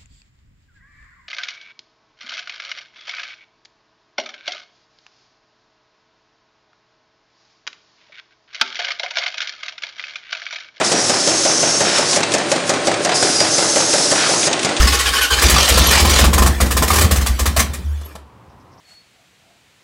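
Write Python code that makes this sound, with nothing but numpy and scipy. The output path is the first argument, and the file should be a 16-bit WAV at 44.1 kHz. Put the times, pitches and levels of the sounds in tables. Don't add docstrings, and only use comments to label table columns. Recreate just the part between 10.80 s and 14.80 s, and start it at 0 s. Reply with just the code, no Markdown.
import sys
import numpy as np
from scipy import signal
from scipy.fft import rfft, irfft
from scipy.io import wavfile
from scipy.ndimage import uniform_filter1d

SR = 44100
rng = np.random.default_rng(int(sys.argv[2]) if len(sys.argv) > 2 else 0)


def materialize(psi):
    bounded = np.clip(np.atleast_2d(psi).T, -1, 1)
    quanta = np.round(bounded * 32767).astype(np.int16)
    wavfile.write(sys.argv[1], SR, quanta)


N = 176400
FIRST_STROKE_S, STROKE_S = -.0602, .17758
ATTACK_S, TOP_HZ = .00055, 11600

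STROKE_CRACK_DB = [5, -2, -1.5, -3.5, -3.5, -4.5, -3, -3, -2, 0, -1, -1, -2, -3, -1.5, -0.5, -4, -2, -1.5,
                   -1.5, -9, -6, -2]
STROKE_RING_DB = [-6, -6, -4, -3, -3, -3, -2, -2, -1, -.5, .3, 0, 0, -7, -7, 0, -.5, -.5, -.5, -1.5, -4.5,
                  -5.5, -8]
# delay_s, push_db
CONTACT_PUSHES = [(0, -10), (.0051, -7), (.0101, 0), (.0218, -9), (.0437, -13), (.063, -22), (.074, -22),
                  (.123, -24)]
# thump_db, crack_db, clatter_db
CONTACT_NOISES = [(0, 0, -6), (-37, -12, -6), (-17, -8, -4), (-14, -17, -5), (-3, -9, -2), (-6, -23, -4),
                  (-4, -25, -7), (-24, -22, -13)]
# pitch_hz, level_db, t60_s
BED_MODES = [(149, -22, .15), (176, -24, .2), (290, -20, .12), (330, -22, .3), (410, -19, .15),
             (582, -20, .35), (680, -11, .08), (716, -15, .1), (805, -4, .06), (858, -13, .1),
             (1072, -20, .12)]
# frequency_hz, density_db
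CRACK_SPECTRUM = [(300, 4), (1000, -5), (2000, 0), (3300, -5), (5000, 1), (7000, 1), (9000, -4.5),
                  (12000, -23)]
# frequency_hz, density_db
CLATTER_SPECTRUM = [(60, -28), (150, -4), (400, 2.5), (750, 6.5), (1100, 0), (1500, 0), (2500, -4.5),
                    (4000, -7.5), (9000, -59)]
BED_DB, BED_RISE_S = -14.3, .001
THUMP_DB, THUMP_HZ, THUMP_T60_S = -9, 328, .0088
CRACK_DB, CRACK_T60_S, CLATTER_DB, CLATTER_T60_S = -7.5, .054, -14.5, .069
def press():
    t = np.arange(SR // 2) / SR
    ring = thump = crack_power = clatter_power = 0
    for (delay, push_db), (thump_db, crack_db, clatter_db) in zip(CONTACT_PUSHES, CONTACT_NOISES):
        age = np.maximum(t - delay, 0)
        modes = sum(undb(db) * fade(age, t60, BED_RISE_S) * np.sin(2 * np.pi * hz * age)
                    for hz, db, t60 in BED_MODES)
        ring += undb(push_db) * modes
        thump += undb(thump_db) * fade(age, THUMP_T60_S, ATTACK_S) * np.sin(2 * np.pi * THUMP_HZ * age)
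        crack_power += (undb(crack_db) * fade(age, CRACK_T60_S, ATTACK_S)) ** 2
        clatter_power += (undb(clatter_db) * fade(age, CLATTER_T60_S, ATTACK_S)) ** 2
    body = undb(BED_DB) * each_stroke(ring, undb(STROKE_RING_DB)) + undb(THUMP_DB) * each_stroke(thump)
    body = signal.sosfilt(signal.butter(4, 90, "high", fs=SR, output="sos"), body)
    crack = np.sqrt(each_stroke(crack_power, undb(STROKE_CRACK_DB) ** 2)) * noise(CRACK_SPECTRUM)
    clatter = np.sqrt(each_stroke(clatter_power)) * noise(CLATTER_SPECTRUM)
    return body + undb(CRACK_DB) * crack + undb(CLATTER_DB) * clatter


KNOCK_START_HZ, KNOCK_END_HZ, KNOCK_GLIDE_S = 460, 680, .014
KNOCK_DB, KNOCK_RISE_S, KNOCK_T60_S = -11.2, .0125, .05
HUM_HZ, HUM_DB, HUM_DELAY_S, HUM_HALF_WIDTH_S = 582, -28, .13, .053
def knocks():
    t = np.arange(int(STROKE_S * SR)) / SR
    hz = KNOCK_END_HZ + (KNOCK_START_HZ - KNOCK_END_HZ) * np.exp(-t / KNOCK_GLIDE_S)
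    load = np.sqrt(np.minimum(t / KNOCK_RISE_S, 1))
    decay = undb(-60 * np.maximum(t - KNOCK_RISE_S, 0) / KNOCK_T60_S)
    knock = undb(KNOCK_DB) * load * decay * np.sin(2 * np.pi * np.cumsum(hz) / SR)
    hum = undb(HUM_DB) * swell(t - HUM_DELAY_S, HUM_HALF_WIDTH_S) * np.sin(2 * np.pi * HUM_HZ * t)
    return each_stroke(knock + hum, undb(STROKE_RING_DB))


def judder():
    t = np.arange(SR // 2) / SR
    shaking = each_stroke(fade(t, t60_s=.24, rise_s=.014))
    return undb(-19) * shaking * resonance(hz=715, width_hz=260)


# start_s, bright_db, dull_db, t60_s
FEEDER_CLACKS = [(.009, -24, -12.5, 0.15), (1.33, -15, -18.5, 0.1), (1.431, -9.5, -14, 0.052),
                 (1.519, -16, -18, .05), (2.114, -19, -16, 0.026), (2.141, -14.5, -22, 0.028),
                 (2.291, -25, -17, 0.11), (2.317, -21, -15.5, 0.1), (2.426, -32, -11, 0.035),
                 (3.129, -12.5, -28, 0.041), (3.629, -15.5, -30, 0.12), (3.729, -8.5, -26, 0.052),
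                 (3.793, -13.5, -40, 0.043), (3.83, -10.5, -37, 0.028), (3.965, -16, -37, 0.088)]
# frequency_hz, density_db
STOP_SPECTRUM = [(400, -22), (1000, -12), (2400, 16), (3000, 11.5), (3700, 16.5), (4500, 11), (5600, 12),
                 (7200, 10.5), (9000, 7.5), (12000, -56)]
# start_s, pitch_hz, level_db
SHEET_THUDS = [(0.13, 380, -15), (2.269, 785, -16.5), (2.312, 690, -14.5), (2.439, 370, -13.5)]
def feeder(t):
    bright = sum(undb(db) * fade(t - start, t60, ATTACK_S) for start, db, _, t60 in FEEDER_CLACKS)
    dull = sum(undb(db) * fade(t - start, t60, ATTACK_S) for start, _, db, t60 in FEEDER_CLACKS)
    thud = sum(undb(db) * fade(t - start, t60_s=.15, rise_s=.0077) * resonance(hz, width_hz=190)
               for start, hz, db in SHEET_THUDS)
    return bright * noise(STOP_SPECTRUM) + dull * noise(CLATTER_SPECTRUM) + thud


# time_s, level_db
JET_ENVELOPES = [
    [(.015, -46), (.046, -20), (.15, -24.5), (.244, -20.5), (.58, -20.5), (1.016, -20.5), (1.05, -22.5),
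     (1.17, -22.5), (1.242, -24), (1.32, -18), (1.375, -22), (1.4, -30)],
    [(2.325, -47), (2.35, -18), (2.42, -22), (2.53, -19), (2.584, -20.5), (2.662, -20.5), (2.722, -18.5),
     (3.058, -19), (3.3, -18.5), (3.45, -21.5), (3.58, -20.5), (3.676, -18), (3.692, -35)],
]
# frequency_hz, density_db
AIR_SPECTRUM = [(1500, -26), (3900, 1), (4500, 3), (5000, 6), (6300, 7), (7700, 3), (8800, 2.5), (10300, 4),
                (11500, -20)]
# pitch_hz, level_db
JET_WHISTLES = [(4463, -21), (4931, -14), (5378, -14), (7695, -19)]
JET_TREBLE_DB, JET_TREBLE_HZ = [-7.5, -4], 7400
WAVER_DB, FLUTTER_DB = 3, .9
def jets(t):
    out = 0
    for curve, treble_db in zip(JET_ENVELOPES, JET_TREBLE_DB):
        time_s, level_db = np.array(curve, float).T
        envelope = undb(np.interp(t, time_s, level_db, left=-np.inf, right=-np.inf))
        air = colour(noise(AIR_SPECTRUM), [(JET_TREBLE_HZ, 0), (TOP_HZ, treble_db)])
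        hiss = air + undb(-6) * resonance(hz=5540, width_hz=1550)
        whistles = sum(undb(db + WAVER_DB * np.tanh(walk(rate_hz=11))) * resonance(hz, width_hz=50)
                       for hz, db in JET_WHISTLES)
        out += envelope * (hiss + whistles)
    return out * undb(FLUTTER_DB * walk(rate_hz=45))


# centre_s, half_width_s, pitch_hz, bandwidth_hz, level_db
EDGE_TONES = [(.17, .06, 5780, 160, -24), (.345, .06, 4940, 30, -26), (.35, .25, 5350, 200, -27),
              (.55, .22, 6400, 200, -24.5), (.8, .28, 6130, 350, -22), (.85, .35, 5560, 150, -24),
              (.97, .15, 6380, 160, -24), (1.14, .1, 5400, 200, -24), (2.41, .13, 5000, 240, -23),
              (2.6, .075, 4910, 110, -19), (2.6, .06, 5720, 200, -24), (2.745, .05, 6200, 130, -21),
              (2.9, .12, 6250, 220, -23), (3.05, .15, 6400, 180, -23.5), (3.265, .04, 5420, 80, -23),
              (3.37, .07, 5750, 200, -24), (3.63, .12, 6500, 350, -24)]
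def squeals(t):
    return sum(undb(db) * swell(t - centre, half_width) * resonance(hz, bandwidth)
               for centre, half_width, hz, bandwidth, db in EDGE_TONES)


# start_s, end_s, level_db
SHEET_SLIDES = [(1.043, 1.202, -21), (3.345, 3.496, -20.5)]
# pitch_hz, bandwidth_hz, level_db
SHEET_MODES = [(1400, 450, -4), (1780, 300, -10), (3070, 300, -13)]
# frequency_hz, density_db
SCRAPE_SPECTRUM = [(400, -44), (900, 7.5), (1450, -2), (2300, 7), (3050, 6.5), (3700, 6.5), (5000, 4.5),
                   (7000, -9.5), (11000, -50)]
SCRAPE_RAMP_S, SCRAPE_ROUGH_DB = .021, 1.5
def slides(t):
    contact = sum(undb(db) * np.clip(np.minimum(t - start, end - t) / SCRAPE_RAMP_S, 0, 1)
                  for start, end, db in SHEET_SLIDES)
    rasp = sum(undb(db) * resonance(hz, bandwidth) for hz, bandwidth, db in SHEET_MODES)
    roughness = undb(SCRAPE_ROUGH_DB * walk(rate_hz=120))
    return contact * roughness * unit(noise(SCRAPE_SPECTRUM) + rasp)


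PUFF_DB, PUFF_LEAD_S = -25.5, .003
def puffs():
    t = np.arange(int(STROKE_S * SR)) / SR
    squeeze = swell(t - STROKE_S + PUFF_LEAD_S, half_width_s=.038)
    return undb(PUFF_DB) * each_stroke(squeeze) * noise(AIR_SPECTRUM)


# pitch_hz, level_db
FRAME_MODES = [(106, -42.5), (149, -43.5), (176, -44), (327, -41), (357, -50), (582, -46), (1076, -42)]
def frame():
    return sum(undb(db) * resonance(hz, width_hz=6.3) for hz, db in FRAME_MODES)


# frequency_hz, density_db
MACHINERY_SPECTRUM = [(25, -46), (45, -26), (62, -42), (80, -44), (103, -8), (125, -6.5), (200, -5.5),
                      (330, 3), (480, -1), (620, 0), (1000, -9), (1450, -6), (2200, -10.5), (4000, -12),
                      (7000, -17), (9600, -19), (11000, -77)]
DIN_DB, DRIVE_DB, RATTLE_DB, RATTLES_PER_S = -23, -33, -37, 150
def machinery():
    crank_turns = np.resize(rng.standard_normal(int(STROKE_S * SR)), N)
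    clicks = (rng.random(N) < RATTLES_PER_S / SR).astype(float)
    click_decay = fade(np.arange(SR // 20) / SR, t60_s=.045, rise_s=ATTACK_S)
    rattle = unit(signal.fftconvolve(clicks, click_decay)[:N] * noise(CLATTER_SPECTRUM))
    din = noise(MACHINERY_SPECTRUM)
    drive = colour(crank_turns, MACHINERY_SPECTRUM)
    return undb(DIN_DB) * din + undb(DRIVE_DB) * drive + undb(RATTLE_DB) * rattle


# frequency_hz, density_db
HALL_SPECTRUM = [(100, -5), (700, -3), (1500, 0), (5000, -3), (11000, -12)]
HALL_DB, HALL_T60_S, HALL_DELAY_S = -11, .35, .014
def hall(x):
    decay = fade(np.arange(N) / SR - HALL_DELAY_S, HALL_T60_S, HALL_DELAY_S / 2)
    tail = (noise(HALL_SPECTRUM) * decay)[:SR]
    return undb(HALL_DB) * signal.fftconvolve(x, tail / np.sqrt(np.sum(tail ** 2)))[:N]


def undb(db):
    return 10 ** (np.asarray(db) / 20)


def unit(x):
    return x / np.sqrt(np.mean(x ** 2) + 1e-18)


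def colour(x, spectrum):
    hz, db = np.array(spectrum, float).T
    f = np.maximum(np.fft.rfftfreq(len(x), 1 / SR), 1)
    gain = undb(np.interp(np.log(f), np.log(hz), db))
    return unit(irfft(rfft(x) * gain, len(x)))


def noise(spectrum):
    return colour(rng.standard_normal(N), spectrum)


def resonance(hz, width_hz):
    f = np.fft.rfftfreq(N, 1 / SR)
    return unit(irfft(rfft(rng.standard_normal(N)) / (1 + (2 * (f - hz) / width_hz) ** 2), N))


def walk(rate_hz):
    hold = int(SR / rate_hz)
    steps = np.repeat(rng.standard_normal(N // hold + 1), hold)
    return unit(uniform_filter1d(steps, hold)[:N])


def fade(t, t60_s, rise_s):
    t = np.maximum(t, 0)
    return (1 - np.exp(-t / rise_s)) * np.exp(-np.log(1000) * t / t60_s)


def swell(t, half_width_s):
    return np.exp(-2 * (t / half_width_s) ** 2)


def each_stroke(shape, gains=(1,) * len(STROKE_CRACK_DB)):
    out = np.zeros(N + 3 * SR)
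    for k, gain in enumerate(gains):
        start = int((1 + FIRST_STROKE_S + k * STROKE_S) * SR)
        out[start:start + len(shape)] += gain * shape
    return out[SR:SR + N]


def scene():
    t = np.arange(N) / SR
    metal = press() + knocks() + judder() + feeder(t) + slides(t)
    mono = metal + hall(metal) + jets(t) + squeals(t) + puffs() + frame() + machinery()
    return np.array([mono, mono])


LOW_CUT_HZ, CEILING = 103.6, .95
def record(dry):
    thin = signal.sosfilt(signal.butter(3, LOW_CUT_HZ, "high", fs=SR, output="sos"), dry)
    rounded = thin / (1 + (thin / CEILING) ** 4) ** .25
    return signal.sosfilt(signal.ellip(8, .2, 80, TOP_HZ, fs=SR, output="sos"), rounded)


dry = scene()
out = record(dry)
materialize(out)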